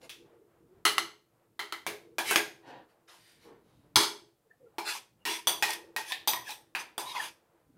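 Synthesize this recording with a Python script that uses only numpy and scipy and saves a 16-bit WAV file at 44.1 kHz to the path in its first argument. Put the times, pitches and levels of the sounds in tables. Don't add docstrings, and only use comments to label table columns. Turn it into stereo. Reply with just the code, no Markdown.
import sys
import numpy as np
from scipy import signal
from scipy.fft import rfft, irfft, next_fast_len
from scipy.io import wavfile

SR = 44100
rng = np.random.default_rng(int(sys.argv[2]) if len(sys.argv) > 2 else 0)


def transcribe(u):
    v = np.clip(np.atleast_2d(u).T, -1, 1)
    q = np.round(v * 32767).astype(np.int16)
    wavfile.write(sys.argv[1], SR, q)


def to_linear_factor(level_db):
    exponent = np.asarray(level_db, float) / 20
    return 10 ** exponent


N = 342657

# (frequency [Hz], width [Hz], level [dB])
RIM = [(1130, 51, -12), (1316, 54, -8), (2030, 100, -0.5), (2100, 39, -17), (2740, 21, -6.5),
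       (2970, 110, -0.5), (4200, 120, -1.5), (6060, 60, -7), (6414, 100, -9.5), (7800, 90, -10),
       (9090, 100, -15.5), (9880, 60, -11), (10900, 240, -8), (12200, 120, -10.5), (13400, 120, -17.5)]
HANDLE = [(2600, 100, -1.5), (3430, 240, -2), (5900, 460, -13)]
UNDER_RIM = [(970, 240, -10), (1330, 73, -3), (2024, 67, 7), (3120, 120, -0.5), (4120, 200, -2.5),
             (6200, 150, -15)]
INNER_EDGE = [(421.3, 92, -10), (820, 200, 2), (1524, 39, 11.5), (2616, 200, -6)]
OUTER_EDGE = [(970, 120, -7.5), (1730, 370, 4.5), (2480, 210, 6.5), (4750, 60, -3), (6960, 37, -32)]
INNER_LOW = [(610, 530, -7.5), (1008, 52, -9), (1640, 40, -4.5), (2230, 250, -2.5), (3700, 41, -8.5),
             (6400, 39, -11)]
INNER_MID = [(840, 120, -1), (1640, 25, 3.5), (2400, 19, 0.5), (3400, 32, -3), (5414, 37, -13),
             (7670, 40, -21)]
INNER_HIGH = [(810, 290, -8), (1630, 14, 4.5), (2032, 98, -0.5), (2410, 290, -2.5), (3300, 170, -4.5),
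              (5100, 210, -9.5), (6560, 64, -4), (7150, 92, -14.5), (9100, 50, -8.5), (11450, 65, -9)]
PULP_BED = [(945, 140, -2.5), (1380, 29, -7.5), (2250, 80, -9), (3356, 35, -0.5), (4470, 410, -6),
            (5170, 270, -6), (6140, 500, -8.5), (8270, 130, -9), (9580, 160, -10.5), (11040, 400, -12),
            (12900, 55, -14.5), (14250, 100, -21)]
OUTER_HIGH = [(944, 5.9, 3), (1850, 31, 1.5), (2270, 25, -5), (2810, 58, 2), (3490, 50, -24),
              (4110, 23, -16), (5430, 21, -7)]
OUTER_RIM = [(870, 40, 9.5), (1004, 5.7, -0.5), (1320, 24, -12.5), (2330, 32, 1), (3400, 100, -17),
             (4170, 200, -6), (5230, 32, -2)]
OUTER_MID = [(871, 6.7, 16.5), (1600, 11, -4), (1871, 12, 6.5), (2500, 20, 0.5), (4000, 17, -14.5),
             (5260, 20, -6)]
DENT = [(847, 6.7, 7.5), (1080, 100, -15), (1900, 90, -2), (3600, 40, -3)]
OUTER_LOW = [(780, 30, -2.5), (1060, 44, -1), (1810, 50, 8), (2500, 180, 0.5), (3580, 370, 3.5),
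             (4750, 44.1, -4.5)]
NEAR_TIP = [(982, 48, 1.5), (1896, 4.3, 4.5), (2135, 20, -8), (4700, 70, -15.5)]
SEAM = [(880, 310, -11.5), (960, 82, -8), (3390, 53, 6.5), (4670, 84, -0.5), (6060, 110, 1.5),
        (9220, 33, 4), (8360, 35, -9.5), (10400, 170, -5.5), (12790, 50, -11), (13700, 82, 2),
        (14400, 80, -16)]
TIP = [(887, 91, -2.5), (2620, 41, -6.5), (3320, 17, 3.5), (3660, 150, 2.5), (4750, 50, 3.5),
       (6050, 190, 3), (8070, 44, 1.5), (9150, 85, 0), (10900, 60, -15.5), (12100, 31, 8.5),
       (13020, 20, 10.5), (14600, 40, 10.5), (15400, 50, 1.5)]
TIP_EDGE = [(890, 136, -1.5), (3450, 36, 8), (4840, 90, 0), (6270, 65, -1), (7700, 60, -15), (9150, 150, 5),
            (12300, 40, -2), (13050, 50, 5)]
HOLES = [(3600, 110, 1), (5630, 170, -1), (8250, 34, 5.5), (9500, 300, -1), (12400, 80, 7), (15400, 110, 2)]
# (frequency [Hz], width [Hz], share removed [0-1])
RIM_NODES = [(2560, 250, 0.7), (5850, 200, 1), (6760, 250, .8), (7600, 200, .8), (8600, 580, 0.5),
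             (9505, 230, .9), (10250, 150, .8), (11250, 350, .7), (13100, 700, .8), (13900, 500, .7)]
BED_NODES = [(744, 180, 0.62), (2590, 230, .9), (5700, 390, 1), (6900, 320, .93), (8600, 250, .93),
             (13500, 700, .93)]
TIP_NODES = [(2770, 120, .85), (4540, 170, .97), (5550, 250, .85), (7400, 500, .97), (8630, 250, .95),
             (11600, 300, 0.93), (11900, 300, .9), (14150, 300, .85), (14900, 300, 0.92)]
SEAM_NODES = [(4350, 210, .9), (5100, 300, .93)]
EDGE_NODES = [(4200, 150, .8), (4400, 250, .95), (5650, 200, .8)]
UNDER_NODES = [(2500, 240, 0.76), (5700, 250, .93)]


def knocks(spread, broad_db):
    # (frequency [Hz], width [Hz], level [dB])
    air_modes = [(339, 14, -1), (419.6, 14, 0), (260, 1400, -25)]
    # (frequency [Hz], width [Hz], level [dB])
    spoon_modes = [(9080, 370, 0), (10300, 210, -6), (12200, 260, -7), (9200, 11000, -7)]
    # (place, boom [dB], low wall [dB], knocks (time [s], peak [dB], edge [dB], room share [dB]), nodes..)
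    blow_table = [ (HANDLE, -42, -11, [(0.0164, -55, -10, -6.5), (0.0942, -33, -12, 11)]),
                  (PULP_BED, -27.5, 0, [(3.9585, -3, -16.5, 9.5), (3.982, -15.5, -17.5, 9.5),
                  (4.004, -15.5, -16.5, 12.5), (4.028, -17.5, -22, 12.5)], *BED_NODES),
                  (RIM, -27.5, 6.8, [(0.8525, -6.5, -13.5, 9), (.8548, -15, -10, 7.5)], *RIM_NODES),
                  (RIM, -28, 9, [(0.9812, -6.5, -27.5, 0)], *RIM_NODES),
                  (UNDER_RIM, -27, 5.4, [(1.5928, -23, -18, 9), (1.724, -21, -16, 4)], *UNDER_NODES),
                  (INNER_LOW, -19, -0.54, [(1.8657, -20.5, -10.5, 9.5)]),
                  (INNER_MID, -28, 1, [(2.1839, -16.5, -11.5, 9.5)]),
                  (INNER_EDGE, -18.5, 0.5, [(2.3106, -16, -3, 6)]),
                  (INNER_HIGH, -24, 2.1, [(2.359, -5.5, -13.5, 4.5)]),
                  (OUTER_HIGH, -20.5, 1, [(5.253, -21, -12.5, 11.5), (5.273, -24, -15.5, 11.5)]),
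                  (OUTER_RIM, -16.5, 1, [(4.7835, -23.5, -14, 8)]),
                  (SEAM, -36, 5.2, [(5.4715, -9.5, -13.5, 9)], *SEAM_NODES),
                  (OUTER_MID, -32.5, -12, [(5.6246, -11.5, -14.5, 8), (5.632, -16, -12, 3),
                  (5.642, -21.5, -19, 3.5), (5.9638, -17.5, -11.5, 6)]),
                  (OUTER_LOW, -48.5, -1, [(6.121, -18, -20, 4.5)], (1350, 500, .7), (6500, 3300, 0.43)),
                  (DENT, -51, 0, [(6.4925, -30, -23, 7)]), (OUTER_EDGE, -39, 12, [(6.7501, -23, -17, 11)]),
                  (NEAR_TIP, -35.5, 1.3, [(6.3345, -13, -26, 2.5), (5.708, -26.5, -20, -1),
                  (5.733, -27, -19.5, -8)], (2800, 820, 0.65), (4500, 670, .8), (7100, 5000, .8),
                  (1400, 540, .6)), (TIP, -40, 4.4, [(6.2746, -12.5, -10.5, 11)], *TIP_NODES),
                  (TIP_EDGE, -24.5, 8.5, [(6.9795, -19, -10.5, 6)], *EDGE_NODES),
                  (HOLES, -58, -17.5, [(5.706, -31.5, 3, -3), (5.734, -26.5, -7, -8.5),
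                  (6.481, -40.5, -11, 6), (6.506, -30.5, -17, 5.5)]), ]
    out = np.zeros((2, N))

    def power(rows, f):
        return sum(abs(modes([row])(f)) ** 2 for row in rows)

    boom = struck(lambda f: power(air_modes, f) / (1 + (210 / (f + 1)) ** 4))
    edge = struck(lambda f: power(spoon_modes, f))
    for wall, boom_db, low_db, blows, *nodes in blow_table:
        rows = [(hz, 40 + spread * w, level + low_db * (hz < 1400)) for hz, w, level in wall]
        rest = [(3350, 4100, broad_db), (850, 310, broad_db + low_db - 7.0)]
        body = struck(lambda f: power(rows, f) / (1 + (f / 15000) ** 4)
                      + power(rest, f) / (1 + (f / 11000) ** 4))
        for s, db, edge_db, wet_db in blows:
            ring = body + to_linear_factor(boom_db) * boom + to_linear_factor(edge_db + 6.5) * edge
            knock = to_linear_factor(db + 2.5) * filtered(ring, gaps(nodes))
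            add(out, s, kitchen(knock, wet_db, early_db=-4.5))
    return out


def struck(power):
    cepstrum = irfft(np.log(power(np.fft.rfftfreq(8192, 1 / SR)) + 1e-12) / 2)
    cepstrum = cepstrum * np.r_[1, np.full(4095, 2), 1, np.zeros(4095)]
    ring = irfft(np.exp(rfft(cepstrum)))[:SR // 8]
    return ring / abs(ring).max()


def gaps(nodes):
    def response(f):
        notches = [1 - np.clip(share, 0, .99) * modes([(hz, w, 0)])(f) for hz, w, share in nodes]
        return np.prod(notches + [f ** 0], axis=0)
    return response


def strokes(rows, bending, bands):
    # (frequency [Hz], level [dB])
    drag_colour = [(300, -27), (700, -9.5), (1500, -3.5), (3000, 0.5), (5000, -2), (8000, -9),
                   (16000, -20.5)]
    # (frequency [Hz], level [dB])
    fizz_colour = [(3000, -25.5), (6000, -8), (9000, 3.5), (13000, -1.5), (16000, -15)]
    # (frequency [Hz], width [Hz], level [dB])
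    wall_modes = [(1660, 91, -2), (2470, 340, 0), (3440, 140, 1.5), (4770, 370, -2.5), (6140, 270, 2.5),
                  (8500, 160, -3.5), (9800, 200, 5), (12300, 200, 11)]
    ends_db, roundness = -19.5, 1.79
    out = np.zeros((2, N))
    for s, lead, release, db, wet_db in rows:
        t, (away,), fade = played([(max(s - lead, 0), 1), (s, 0), (s + release, 1)])
        wetness = max(wet_db, 0)
        top_hz = 13000 / 2 ** (wetness / 20)
        dulled = lambda f: 1 + (f / top_hz) ** 4
        slips = rng.standard_normal((3, len(t))) * to_linear_factor(2.0 * rng.exponential(1, (3, len(t))))
        drag = unit(filtered(slips[0], lambda f: to_linear_factor(along(drag_colour, f))
                             * (1 + bands * abs(modes(wall_modes)(f))) / dulled(f)))
        fizz = unit(filtered(slips[1], lambda f: to_linear_factor(along(fizz_colour, f))))
        low = unit(filtered(slips[2], lambda f: sum(abs(modes([row])(f)) for row in bending) / dulled(f)))
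        fizz_db = -5 - 1.2 * wetness
        pressure = fade * to_linear_factor(db - 6.5 + ends_db * away ** roundness)
        dry = pressure * (drag + to_linear_factor(fizz_db) * fizz + to_linear_factor(wet_db - 1.0) * low)
        add(out, t[0], kitchen(dry, wet_db=0.0, early_db=7.5))
    return out


def glides(table, width_hz, steady):
    # (start [dB], end [dB])
    first_db, last_db = (-5.5, -10)
    out = np.zeros((2, N))
    for s, length, from_hz, to_hz, top_db in table:
        middle = (s + length / 2, (from_hz + to_hz) / 2, 0)
        t, (hz, db), fade = played([(s, from_hz, first_db), middle, (s + length, to_hz, last_db)])
        flutter_hz = width_hz + .017 * hz.mean()
        flutter = rng.standard_normal((2, len(t)))
        flutter = unit(filtered(flutter, lambda f: 1 / (1 + (f / flutter_hz) ** 2)))
        flutter[0] += steady
        flutter = flutter / np.sqrt(np.mean(flutter ** 2))
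        turn = 2 * np.pi * np.cumsum(hz) / SR
        tone = flutter[0] * np.cos(turn) + flutter[1] * np.sin(turn)
        add(out, t[0], kitchen(fade * to_linear_factor(top_db + db + 1.0) * tone, wet_db=-5.0, early_db=11.5))
    return out


def thump():
    # (time [s], level [dB], frequency [Hz], t60 [s])
    s, db, hz, t60 = (3.958, -28, 108, .085)
    t = np.arange(SR // 4) / SR
    parts = [(1, 1), (.6, 1.7), (.5, .7)]
    push = sum(strength * np.sin(2 * np.pi * ratio * hz * t) for strength, ratio in parts)
    push = push * to_linear_factor(-60 * t / t60) * (1 - np.exp(-t / .006))
    out = np.zeros((2, N))
    add(out, s, to_linear_factor([[db - 5], [db + 3.5]]) * push)
    return out


def squeak():
    # (start [s], end [s], frequency [Hz], level [dB])
    t0, t1, hz, db = (5.192, 5.245, 2830, -72)
    size = round((t1 - t0) * SR)
    whistle = noise(2800, lambda f: modes([(hz, 150, 0)])(f) ** 2)[:, :size]
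    out = np.zeros((2, N))
    add(out, t0, to_linear_factor(db) * np.hanning(size) ** .3 * whistle)
    return out


def outdoors():
    # (time [s], level [dB])
    traffic = [(0, -63.5), (.27, -60.5), (.44, -62.5), (.5, -68), (.6, -63), (.9, -71), (1.25, -75.5),
               (1.56, -73), (2.0, -63), (3.0, -69.5), (3.5, -67.5), (3.9, -70), (4.35, -77.5),
               (4.65, -69.5), (5.15, -73.5), (5.9, -56.5), (6.65, -66.5), (7.5, -69)]
    # (time [s], level [dB])
    heavy_traffic = [(0.0, -74), (0.89, -68.5), (1.301, -76.5), (2.32, -71), (3.14, -78), (3.98, -65.5),
                     (4.13, -76.5), (5.35, -77), (5.52, -72.5), (6.119, -73), (6.71, -69.5), (7.53, -79),
                     (7.77, -68.5)]
    # (mean level [dB], swing per dB of traffic strength [dB])
    far_levels = [
        (-72.5, 1.46),
        (-73, 0.42),
    ]
    # (frequency [Hz], width [Hz], level [dB])
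    drone_modes = [(332, 27, 4.5), (466, 90, 2), (770, 60, -17.5)]
    # (frequency [Hz], density [dB per Hz])
    rush_colour = [(300, -29), (500, -12), (900, -16.5), (1400, -20.5), (2200, -27.5), (5000, -42),
                   (11000, -69)]
    # (frequency [Hz], density [dB per Hz])
    rumble_colour = [(15, -48), (25, -22), (43, -8.5), (80, -7.5), (119, 2), (268, -6.5), (300, -1),
                     (390, -30.5), (660, -120)]
    # (frequency [Hz], density [dB per Hz])
    hiss_colour = [(1180, -31), (2000, -2), (3710, -2), (5770, -4), (7520, -2), (13500, -1.5), (15800, -5),
                   (16500, -13)]
    t = np.arange(N) / SR
    strength = np.interp(t, *np.transpose(traffic))
    heavy = np.interp(t, *np.transpose(heavy_traffic))
    levels = [db + swing * (strength - strength.mean()) for db, swing in far_levels] + [heavy + 1.6]
    colours = [lambda f: abs(modes(drone_modes)(f)) ** 2.4,
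               lambda f: to_linear_factor(along(rush_colour, f)),
               lambda f: to_linear_factor(along(rumble_colour, f))]
    far = np.zeros((2, N))
    for db, colour in zip(levels, colours):
        sway = np.interp(t, np.arange(120) / 14, rng.standard_normal(120))
        far += to_linear_factor(db + 5 * np.tanh(sway)) * noise(N, colour)
    return far + to_linear_factor(-82 + 2.5) * noise(N, lambda f: to_linear_factor(along(hiss_colour, f)))


def kitchen(x, wet_db, early_db, gap=0.0026):
    # (frequency [Hz], t60 [s])
    tail_t60 = [(100, 0.39), (350, 0.52), (1000, 0.33), (4000, 0.35), (8000, 0.33), (12000, .29),
                (14200, 0.34), (15800, 0.19)]
    hz, t = np.fft.rfftfreq(256, 1 / SR), np.arange(170) * 128 / SR
    slow_t60 = along(tail_t60, hz)
    quick_t60 = np.minimum(0.17, slow_t60)
    decay = to_linear_factor(-60 * t[:, None] / slow_t60) + to_linear_factor(early_db - 60 * t[:, None] / quick_t60)
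    decay = decay * to_linear_factor(-2 * hz / 10000)
    tail = signal.istft(pair(hz, len(t)) * decay, SR, nperseg=256, time_axis=1, freq_axis=2)[1]
    s = np.arange(tail.shape[1]) / SR
    glints = 0.23 * tail / tail[:, :256].std() * to_linear_factor(-60 * s / 0.015)
    tail = tail * np.clip(s / gap - 1, 0, 1)
    tail = to_linear_factor(wet_db) * tail / np.linalg.norm(tail[0]) + glints
    tail[[0, 1], [0, 2]] = 1
    return signal.fftconvolve(x[None], tail, axes=1)


def pair(hz, *shape):
    # (frequency [Hz], left-right likeness [0-1])
    likeness = [(60, 0.95), (150, 0.27), (350, 0.94), (700, 0.36), (1500, 0.25), (3000, 0.098),
                (10000, 0.041)]
    turn = np.arccos(np.clip(along(likeness, hz), -1, 1)) / 2
    re, im = rng.standard_normal((2, 2, *shape, len(hz)))
    mid = (re[0] + 1j * im[0]) * np.cos(turn)
    side = (re[1] + 1j * im[1]) * np.sin(turn)
    return np.array([mid + side, mid - side])


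def noise(size, colour):
    m = next_fast_len(size)
    hz = np.fft.rfftfreq(m, 1 / SR)
    return unit(irfft(pair(hz) * colour(hz), m)[:, :size])


def modes(rows):
    return lambda f: sum((-1) ** k * to_linear_factor(db) * 1j * f * w / (c * c - f * f + 1j * f * w)
                         for k, (c, w, db) in enumerate(rows))


def filtered(x, response):
    m = next_fast_len(x.shape[-1] + 4096)
    return irfft(rfft(x, m) * response(np.fft.rfftfreq(m, 1 / SR)), m)[..., :x.shape[-1]]


def along(points, hz):
    f, v = np.transpose(points)
    return np.interp(np.log(hz + 1), np.log(f + 1), v)


def played(rows):
    s, *cols = np.transpose(rows)
    t = s[0] + np.arange(round((s[-1] - s[0]) * SR)) / SR
    fade = np.clip(np.minimum(t - t[0], t[-1] - t) / .014, 0, 1)
    return t, [np.interp(t, s, c) for c in cols], fade


def unit(x):
    return x / np.sqrt(np.mean(x ** 2) + 1e-20)


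def add(out, s, x):
    part = out[:, round(s * SR):][:, :x.shape[1]]
    part += x[:, :part.shape[1]]


def scene():
    # (firmest [s], lead-in [s], let-go [s], drag [dB], wetness [dB])
    presses = [(0.045, 0.052, 0.036, -57, 1), (2.305, 0.072, 0.08, -29.5, -16.5),
               (2.69, .045, 0.054, -62.5, 6), (2.71, 0.092, 0.15, -72.5, 26),
               (3.28, 0.16, 0.16, -62, -35.5), (3.44, 0.06, 0.081, -63.5, -23.5),
               (3.475, 0.045, 0.16, -83.5, 29), (3.7, 0.11, 0.25, -77, -13.5)]
    # (firmest [s], lead-in [s], let-go [s], drag [dB], wetness [dB])
    scrapes = [(4.89, 0.05, 0.068, -33.5, -16.5), (4.955, 0.034, 0.044, -40.5, -5.5),
               (5.3, 0.028, 0.11, -33.5, -8.5), (5.645, 0.02, 0.063, -41, -14),
               (5.7, 0.042, 0.075, -35.5, -7), (5.985, .02, 0.052, -42, -0.5),
               (6.11, 0.072, 0.051, -41, -22), (6.5, 0.068, 0.06, -44, -7), (6.8, 0.024, 0.037, -42.5, 0.5),
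               (7.0, .015, 0.045, -42, -2), (7.1, 0.089, 0.068, -45.5, -37.5), (7.16, .03, 0.054, -42, 4),
               (7.235, 0.095, 0.073, -41, -5)]
    # (firmest [s], lead-in [s], let-go [s], drag [dB], wetness [dB])
    slides = [(3.085, .015, 0.1, -58, 1.5), (3.14, 0.06, .11, -61, -4), (3.3, 0.14, 0.099, -69.5, -20),
              (2.9, 0.027, .05, -74, -2)]
    # (frequency [Hz], width [Hz], level [dB])
    squelch = [(338, 120, 7.5), (459.5, 160, 6), (800, 400, -6), (1600, 600, -13.5), (200, 140, -1)]
    # (frequency [Hz], width [Hz], level [dB])
    cone_bending = [(955, 66, 8), (960, 42, 5), (328, 56, -10.5), (710, 530, -7.5)]
    # (frequency [Hz], width [Hz], level [dB])
    smear = [(720, 150, 0), (1280, 570, 2)]
    # (start [s], length [s], from [Hz], to [Hz], level [dB])
    wall_glides = [(2.283, 0.088, 2850, 2400, -42.5), (5.275, 0.029, 2860, 2850, -44.5),
                   (6.46, 0.04, 1810, 1600, -55), (6.486, 0.055, 3900, 3800, -49),
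                   (6.1, .06, 3650, 4000, -53), (7.08, .07, 5200, 5000, -58.5),
                   (7.045, 0.071, 3650, 4100, -45), (7.09, 0.051, 3750, 3650, -47),
                   (7.085, 0.071, 2800, 3500, -58.5), (7.15, 0.022, 2740, 2560, -36.5),
                   (7.158, 0.028, 2050, 2100, -46), (7.185, 0.047, 1800, 1750, -43.5),
                   (7.015, 0.093, 1030, 970, -48), (7.085, 0.078, 850, 1200, -49),
                   (6.1, 0.028, 1100, 800, -47), (4.87, 0.036, 2060, 1820, -50),
                   (4.94, 0.039, 750, 1100, -55), (4.5, 0.029, 1800, 1800, -61.5),
                   (7.17, 0.055, 880, 840, -40), (7.215, 0.077, 820, 850, -67)]
    # (start [s], length [s], from [Hz], to [Hz], level [dB])
    trickles = [(0.33, 0.17, 345, 340, -69.5), (4.445, 0.0421, 450, 470, -73.5),
                (4.495, 0.022, 290, 550, -71), (4.52, 0.04, 530, 840, -80), (4.655, 0.037, 1400, 1410, -80),
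                (4.6, 0.108, 510, 460, -68), (4.72, 0.045, 690, 885, -77), (2.06, .08, 450, 530, -65),
                (0.33, 0.14, 460, 420, -65.5), (0.67, .16, 350, 420, -69.5), (5.83, .1, 580, 430, -65),
                (7.68, 0.084, 230, 350, -73)]
    rubs = strokes(presses, squelch, bands=0)
    rubs += strokes(scrapes[:2], cone_bending, bands=0.56)
    rubs += strokes(scrapes[2:], cone_bending, bands=2.2)
    rubs += strokes(slides, smear, bands=0)
    moving = glides(wall_glides, width_hz=51, steady=.5) + glides(trickles, width_hz=28, steady=1.0)
    return knocks(spread=1.2, broad_db=-11.5) + thump() + rubs + moving + squeak() + outdoors()


def roll_off(x):
    return signal.sosfilt(signal.butter(12, 16970, fs=SR, output="sos"), x)


def record(dry):
    # (frequency [Hz], left over right [dB])
    port_colour = [(60, -1.5), (110, -3.5), (200, 0.5), (380, -3.5), (700, 0.5), (1290, -1.5), (2380, 0.5),
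                   (4400, -1.5), (8120, -0.5), (15000, 4.5)]
    ports = filtered(dry, lambda f: to_linear_factor(np.outer([.5, -.5], along(port_colour, f))) / (1 + (f / 15850) ** 240))
    held = np.clip(ports, -.84, .84)
    return roll_off(held)


dry = scene()
out = record(dry)
transcribe(out)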